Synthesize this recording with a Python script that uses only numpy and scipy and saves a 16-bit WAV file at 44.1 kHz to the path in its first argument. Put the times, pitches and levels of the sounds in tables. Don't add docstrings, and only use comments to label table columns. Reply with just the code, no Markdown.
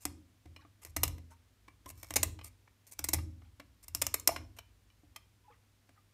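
import sys
import numpy as np
from scipy import signal
from scipy.fft import rfft, irfft
from scipy.io import wavfile

SR = 44100
rng = np.random.default_rng(int(sys.argv[2]) if len(sys.argv) > 2 else 0)


def wrap_up_sound(samples):
    columns = np.atleast_2d(samples).T
    tamed = np.clip(columns, -1, 1)
    steps = np.round(tamed * 32767).astype(np.int16)
    wavfile.write(sys.argv[1], SR, steps)


N = 270333

# t/s, length/s, level/dB, tilt/dB, water knock/dB, bowl thud/dB
GLASS_CRACKS = [(0.0528, 0.0012, -43.5, 11, -37.5, -47), (0.8498, 0.00062, -56.5, 8.5, -61, -53.5),
                (0.9641, 0.0053, -40, 7.5, -41, -37.5), (1.0327, .0059, -34, 10.5, -40.5, -36.5),
                (1.079, .001, -52, 11.5, -49, -53.5), (1.901, .003, -56.5, 5, -66.5, -51.5),
                (2.03, 0.0035, -53, 5.5, -58.5, -68), (2.1059, 0.0023, -46.5, 3, -43.5, -46.5),
                (2.1386, 0.00053, -50.5, 9, -56.5, -65), (2.158, 0.012, -32, 9, -40, -37.5),
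                (2.23, 0.0031, -36, 12.5, -42, -44.5), (2.9911, 0.0023, -47.5, 9.5, -47, -47),
                (3.0414, 0.0055, -46, 15, -49, -53), (3.0867, 0.0039, -44.5, 14, -43, -49.5),
                (3.1328, .0046, -38.5, 14, -34.5, -33.5), (3.143, 0.0013, -42.5, 8.5, -59, -59),
                (3.882, 0.0019, -61, 14.5, -68.5, -53.5), (3.949, .0006, -47.5, 17.5, -51.5, -45.5),
                (4.0165, 0.0057, -36.5, 10.5, -47.5, -45.5), (4.0666, .0008, -43, 12, -55, -59),
                (4.1407, 0.003, -37, 10, -48.5, -55.5), (4.1978, 0.0028, -62.5, 19.5, -71.5, -63.5),
                (4.2736, 0.0026, -34.5, 16.5, -36.5, -47), (4.29, .002, -40.5, -18, -51, -54.5)]
# f/Hz, level/dB
FRACTURE_COLOUR = [(150, -9), (400, -7), (1000, -3.5), (1500, -3.5), (2300, 6.5), (3500, -3), (4800, -7.5),
                   (5300, -1), (7600, 2), (9500, 2.5), (10300, -3), (11600, 3.5), (13800, 1), (15500, -6)]
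# f/Hz, level/dB
GLASS_TONES = [(680, -9), (1020, -12.5), (1210, -5.5), (2080, -9.5), (2300, -3), (2720, -2.5), (4100, -9),
               (4420, -2.5), (5210, -3), (5500, -2.5), (6080, -2), (6800, -6.5), (7280, -6), (7900, -3.5),
               (8650, -3), (9250, -6), (9800, 2.5), (11580, 0)]
# f/Hz, level/dB, decay/s
THUD_TONES = [(44, -12, 0.17), (54.4, -7.5, 0.88), (81.44, 6, 0.65), (100.37, -2.5, 0.75), (130.3, -6, .55)]
# f/Hz, level/dB, decay/s
WALL_TONES = [(176.7, -2.5, 0.74), (255.7, -4, 0.96), (311, -2, 0.66), (329, -0.5, 0.35),
              (351.2, -2.5, 0.54), (444.3, -13, 0.13), (542, -4.5, 0.69), (574, -7.5, 0.33)]
# f/Hz, level/dB, decay/s
KNOCK_TONES = [(204.7, -10, 0.043), (297.5, 4.5, 0.082), (400, -6, 0.017), (545, -9.5, 0.04),
               (686.4, -3.5, 0.068)]
# t/s, length/s, level/dB, tilt/dB
BLADE_SCRAPES = [(0, 0.052, -73.5, 13.5), (0.815, 0.027, -65, 6.5), (0.849, 0.031, -65.5, 3.5),
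                 (0.88, 0.031, -80, 14), (1.299, 0.045, -74.5, 5), (1.869, .055, -67, 13.5),
                 (1.935, 0.21, -77.5, 12), (2.037, 0.013, -60, 1), (2.431, 0.06, -64.5, 13),
                 (2.864, 0.045, -74, 13), (2.909, 0.034, -66.5, 15.5), (2.984, 0.027, -59.5, 4.5),
                 (3.825, 0.025, -71, 14), (3.929, 0.072, -70.5, 9.5), (4.562, 0.024, -67.5, 1.5)]
# t/s, level/dB, tilt/dB, water knock/dB, bowl thud/dB
TAPS_AND_NUDGES = [(.456, -67, -8, -53.5, -50.5), (0.649, -72, -20, -57.5, -70), (1.18, -63.5, -2.5, -60, -81),
                   (1.68, -57.5, -15.5, -57, -69), (1.859, -57.5, -0.5, -53.5, -55),
                   (2.675, -65.5, -29, -73, -73), (3.185, -52.5, -12, -70, -69),
                   (3.418, -71.5, -29, -64.5, -65.5), (3.597, -53, -11, -52.5, -63),
                   (5.034, -100, -12, -59, -63), (5.891, -68, -8, -67, -72.5)]
# t/s, click level/dB, tilt/dB, ring/dB, bowl thud/dB
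STEEL_CLINKS = [(0.563, -63, -8.5, -51, -60), (2.39, -58, -16, -57.5, -62), (2.413, -62, -14, -55, -72),
                (4.362, -42.5, -12, -46, -46.5), (4.587, -53, 0, -49.5, -70),
                (4.902, -92, -9, -66.5, -83.5), (5.161, -54, 4, -48.5, -81)]
# f/Hz, level/dB
STEEL_TONES = [(1180, -6), (2440, -0.5), (2990, 2), (4100, -5), (5300, -4)]
# t/s, f/Hz, level/dB, decay/s, glide/(octaves per s)
WATER_BUBBLES = [(.59, 1110, -57, .07, 0), (0.65, 1134, -50.5, 0.035, 10), (1.315, 900, -53.5, 0.087, 1.5),
                 (1.862, 990, -42.5, 0.069, 7), (4.2912, 710, -18.5, 0.023, -17),
                 (4.303, 660, -37, 0.18, 2), (4.315, 852.4, -38.5, 0.072, 1), (5.441, 978, -61, 0.39, 0),
                 (5.479, 850, -51.5, 0.11, -0.5), (5.5, 498, -56.5, .12, -4), (5.975, 1270, -57, .08, -4)]
# t/s, length/s, level/dB, centre f/Hz
WRIST_LAPS = [(0.588, 0.057, -69.5, 2180), (1.293, 0.048, -69.5, 1430), (1.84, 0.034, -65.5, 1010),
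              (3.437, 0.041, -76, 1910), (5.476, .08, -68.5, 1390), (5.953, 0.032, -74.5, 1400)]
# t/s, level/dB
STIR_LEVELS = [(0.0, -61), (0.08, -55), (0.24, -91), (0.48, -74), (0.7, -89), (1.09, -48), (1.4, -77.5),
               (2.1, -60.5), (2.24, -50.5), (2.78, -83), (3.07, -58), (3.62, -69), (3.94, -59),
               (6.13, -82.5)]
# f/Hz, level against the direct sound/dB, decay/s
ROOM_ECHO = [(207, -3, 0.83), (609, -15, .45), (1500, -9, 0.22), (3027, -9.5, 0.29), (5715, -15.5, 0.32),
             (10000, -18, 0.27), (15000, -20, 0.22)]
# f/Hz, relative level/dB
HISS_COLOUR = [(30, -14), (58, -12), (78, -23), (100, -17), (120, -8.5), (150, -18), (250, -16.5),
               (400, -23.5), (700, -27), (2100, -28), (6200, -33), (15500, -38.5)]

LOW_EDGE_HZ, TREBLE_EDGE_HZ, TOP_HZ = 1400, 4700, 15400


def cracks(steady_db=-48, jolt_lag_s=0.0016):
    out = np.zeros(N)
    for start, length, db, tilt_db, knock_db, thud_db in GLASS_CRACKS:
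        growth_db = 0.32 * (db - steady_db)
        add(out, start, snap(length, db, tilt_db, growth_db, break_db=7.5))
        add(out, start + jolt_lag_s, jolt(knock_db, thud_db))
    return out


def snap(length, db, tilt_db, growth_db, break_db=0, break_s=0.00033):
    out = np.zeros(SR // 4)
    progress = np.linspace(0, 1, max(int(length * SR), 8))
    last_instant = np.exp((progress - 1) * length / break_s)
    force = undb(growth_db * progress + break_db * last_instant)
    settling = undb(-60 * seconds(0.065) / 0.06)
    add(out, 0, crunch(force, db, tilt_db, length=0.01, per_s=5000))
    add(out, length, undb(-15) * crunch(settling, db, tilt_db, length=0.01, per_s=500))
    return out


def crunch(force, db, tilt_db, length, per_s, spread_db=1.5, ring_db=-5, wash_db=-3):
    dice = np.random.default_rng(rng.integers(2 ** 31))
    chance, size, direction = dice.random((len(force), 3)).T
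    breaks = chance < per_s / SR
    breaks[0] = True
    fractures = breaks * force * undb(-spread_db * np.log(1 - size)) * np.sign(direction - .5)
    direct = signal.fftconvolve(fractures, one_fracture(ring_db))
    fade = unit(undb(-60 * seconds(.1) / 0.024))
    wash_power = np.abs(signal.fftconvolve(fractures ** 2, fade ** 2))
    wash = np.sqrt(wash_power) * dice.standard_normal(len(direct))
    sound = signal.fftconvolve(direct + undb(wash_db) * wash, click(FRACTURE_COLOUR))
    treble = undb(db + 0.89 * tilt_db) * unit(band(sound, TREBLE_EDGE_HZ, 18000, order=5))
    middle = undb(db) * unit(band(sound, LOW_EDGE_HZ, TREBLE_EDGE_HZ))
    lows = undb(db - 0.11 * tilt_db) * unit(band(sound, 330, LOW_EDGE_HZ))
    return (treble + middle + lows) * np.sqrt(length * SR)


def one_fracture(ring_db, chip_db=-5):
    t = seconds(.1)
    tones = [(hz, db, .026 * np.sqrt(3000 / hz)) for hz, db in GLASS_TONES]
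    sound = undb(ring_db) * unit(ring(tones, .1, detune=.03, scatter_db=3))
    sound += undb(chip_db) * unit(rng.standard_normal(len(t)) * undb(-60 * t / .005))
    sound[0] += 1
    return sound


def jolt(knock_db, thud_db, bowl_rise_s=.008, knock_rise_s=0.0007):
    t, push_db = seconds(1), (knock_db + thud_db) / 2
    thud = undb(thud_db - 3) * ring(THUD_TONES, 1, detune=.008)
    walls = undb(push_db - 18) * ring(WALL_TONES, 1, detune=.005, scatter_db=1.5)
    knock = undb(knock_db - 1) * ring(KNOCK_TONES, 1, detune=.05)
    return (thud + walls) * (1 - np.exp(-t / bowl_rise_s)) + knock * (1 - np.exp(-t / knock_rise_s))


def scrapes(slips_per_s=120):
    out = np.zeros(N)
    grip_db = 3 * np.interp(np.arange(N) / SR * slips_per_s, np.arange(N), rng.standard_normal(N))
    for start, length, db, tilt_db in BLADE_SCRAPES:
        swell = signal.windows.tukey(int(length * SR), .5)
        force = swell * undb(grip_db[int(start * SR):][:len(swell)])
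        crackle = crunch(force, db, tilt_db, length, per_s=1500, spread_db=3.5, ring_db=-3.5, wash_db=-5.5)
        add(out, start, undb(-1) * crackle)
    return out


def taps(tap_s=0.0054):
    out = np.zeros(N)
    for start, db, tilt_db, knock_db, thud_db in TAPS_AND_NUDGES:
        add(out, start, snap(tap_s, db, tilt_db, growth_db=1.5))
        add(out, start, jolt(knock_db, thud_db))
    return out


def clinks(click_s=0.0041, decay_s=0.052):
    out = np.zeros(N)
    tones = [(hz, db, decay_s) for hz, db in STEEL_TONES]
    for start, db, tilt_db, ring_db, thud_db in STEEL_CLINKS:
        halves = ring(tones, .3, detune=0.027) + ring(tones, .3, detune=0.02)
        add(out, start, snap(click_s, db, tilt_db, growth_db=-2))
        add(out, start, undb(ring_db - 5) * halves)
        add(out, start, jolt(thud_db - 4, thud_db))
    return out


def bubbles():
    out, t = np.zeros(N), seconds(.3)
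    for start, hz, db, decay_s, glide in WATER_BUBBLES:
        phase = 2 * np.pi * np.cumsum(hz * 2 ** (glide * t)) / SR
        swell = 1 - np.exp(-40 * t / decay_s)
        add(out, start, np.sin(phase) * undb(db - 60 * t / decay_s) * swell)
    return out


def laps(count=26, spread_octaves=0.74, cycles=50):
    out, t = np.zeros(N), seconds(.1)
    for start, length, db, centre_hz in WRIST_LAPS:
        cloud = np.zeros(int(length * SR) + len(t))
        for when, offset in zip(rng.random(count), rng.standard_normal(count)):
            hz = centre_hz * 2 ** (spread_octaves * np.clip(offset, -2, 2))
            age = t * hz / cycles
            tone = np.sin(2 * np.pi * hz * t * (1 + age / 10))
            loudness = np.sin(np.pi * when) * undb(-60 * age) * (1 - np.exp(-20 * age))
            add(cloud, when * length, loudness * tone)
        add(out, start, undb(db) * unit(cloud) * np.sqrt(length * SR))
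    return out


def rumble(lo_hz=46, hi_hz=70, rise_s=0.031, fall_s=.05):
    t = np.arange(N) / SR
    power = undb(np.interp(t, *np.transpose(STIR_LEVELS))) ** 2
    for start, *_, thud_db in GLASS_CRACKS:
        swell = np.exp(-np.maximum((start - t) / rise_s, (t - start) / fall_s))
        power += (undb(thud_db - 15.5) * swell) ** 2
    return unit(band(rng.standard_normal(N), lo_hz, hi_hz)) * np.sqrt(N * power)


def room_echo(sound, rise_s=0.00073):
    t, tail = seconds(0.3), 0
    hz_points, levels_db, decays_s = np.transpose(ROOM_ECHO)
    for hz in 180 * 2 ** np.arange(0, 6.5, .5):
        centre, top = hz * 2 ** (1 / 4), hz * np.sqrt(2)
        decay_s = value_at(np.c_[hz_points, decays_s], centre)
        fade = undb(-60 * t / decay_s) * (1 - np.exp(-t / rise_s))
        part = unit(band(rng.standard_normal(len(t)) * fade, hz, top)) * np.sqrt(2 * (top - hz) / SR)
        tail = tail + undb(value_at(np.c_[hz_points, levels_db], centre)) * part
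    return signal.fftconvolve(sound, tail)[:N]


def hiss_and_hum(hiss_db=-73.5, hum_db=-71.5, hum_hz=100):
    colour = undb(value_at(HISS_COLOUR, np.fft.rfftfreq(N, 1 / SR)))
    hiss = irfft(rfft(rng.standard_normal(N)) * colour, N)
    hiss *= undb(hiss_db) / np.std(band(hiss, 130, TOP_HZ))
    hum = undb(hum_db) * np.sqrt(2) * np.sin(2 * np.pi * hum_hz * np.arange(N) / SR)
    return hiss + hum


def ring(tones, length, detune, scatter_db=1):
    t, out = seconds(length), 0
    for hz, db, decay_s in tones:
        louder, higher = rng.standard_normal(2)
        tone = np.sin(2 * np.pi * hz * (1 + detune * higher) * t)
        out = out + undb(db + scatter_db * louder) * tone * undb(-60 * t / decay_s)
    return out


def click(colour, size=512):
    gains = undb(value_at(colour, np.fft.rfftfreq(size, 1 / SR)))
    cepstrum = irfft(np.log(gains))
    cepstrum[1:size // 2] *= 2
    cepstrum[size // 2 + 1:] = 0
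    return irfft(np.exp(rfft(cepstrum)))


def band(x, lo_hz, hi_hz, order=3):
    return signal.sosfilt(signal.butter(order, [lo_hz, hi_hz], "band", fs=SR, output="sos"), x)


def value_at(points, hz):
    f, value = np.transpose(points)
    return np.interp(np.log(hz + 1), np.log(f), value)


def undb(db):
    return 10 ** (np.asarray(db) / 20)


def seconds(length):
    return np.arange(int(length * SR)) / SR


def unit(x):
    return x / np.sqrt(np.sum(x ** 2))


def add(track, start, x):
    i = max(int(start * SR), 0)
    track[i:i + len(x)] += x[:len(track[i:])]


def scene():
    near = cracks() + scrapes() + taps() + clinks() + bubbles() + laps()
    return (near + room_echo(near) + rumble() + hiss_and_hum())[None]


def record(dry, low_cut_hz=32):
    thin = signal.sosfilt(signal.butter(2, low_cut_hz, "high", fs=SR, output="sos"), dry)
    return signal.sosfilt(signal.ellip(8, .2, 70, TOP_HZ, fs=SR, output="sos"), thin)


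dry = scene()
out = record(dry)
wrap_up_sound(out)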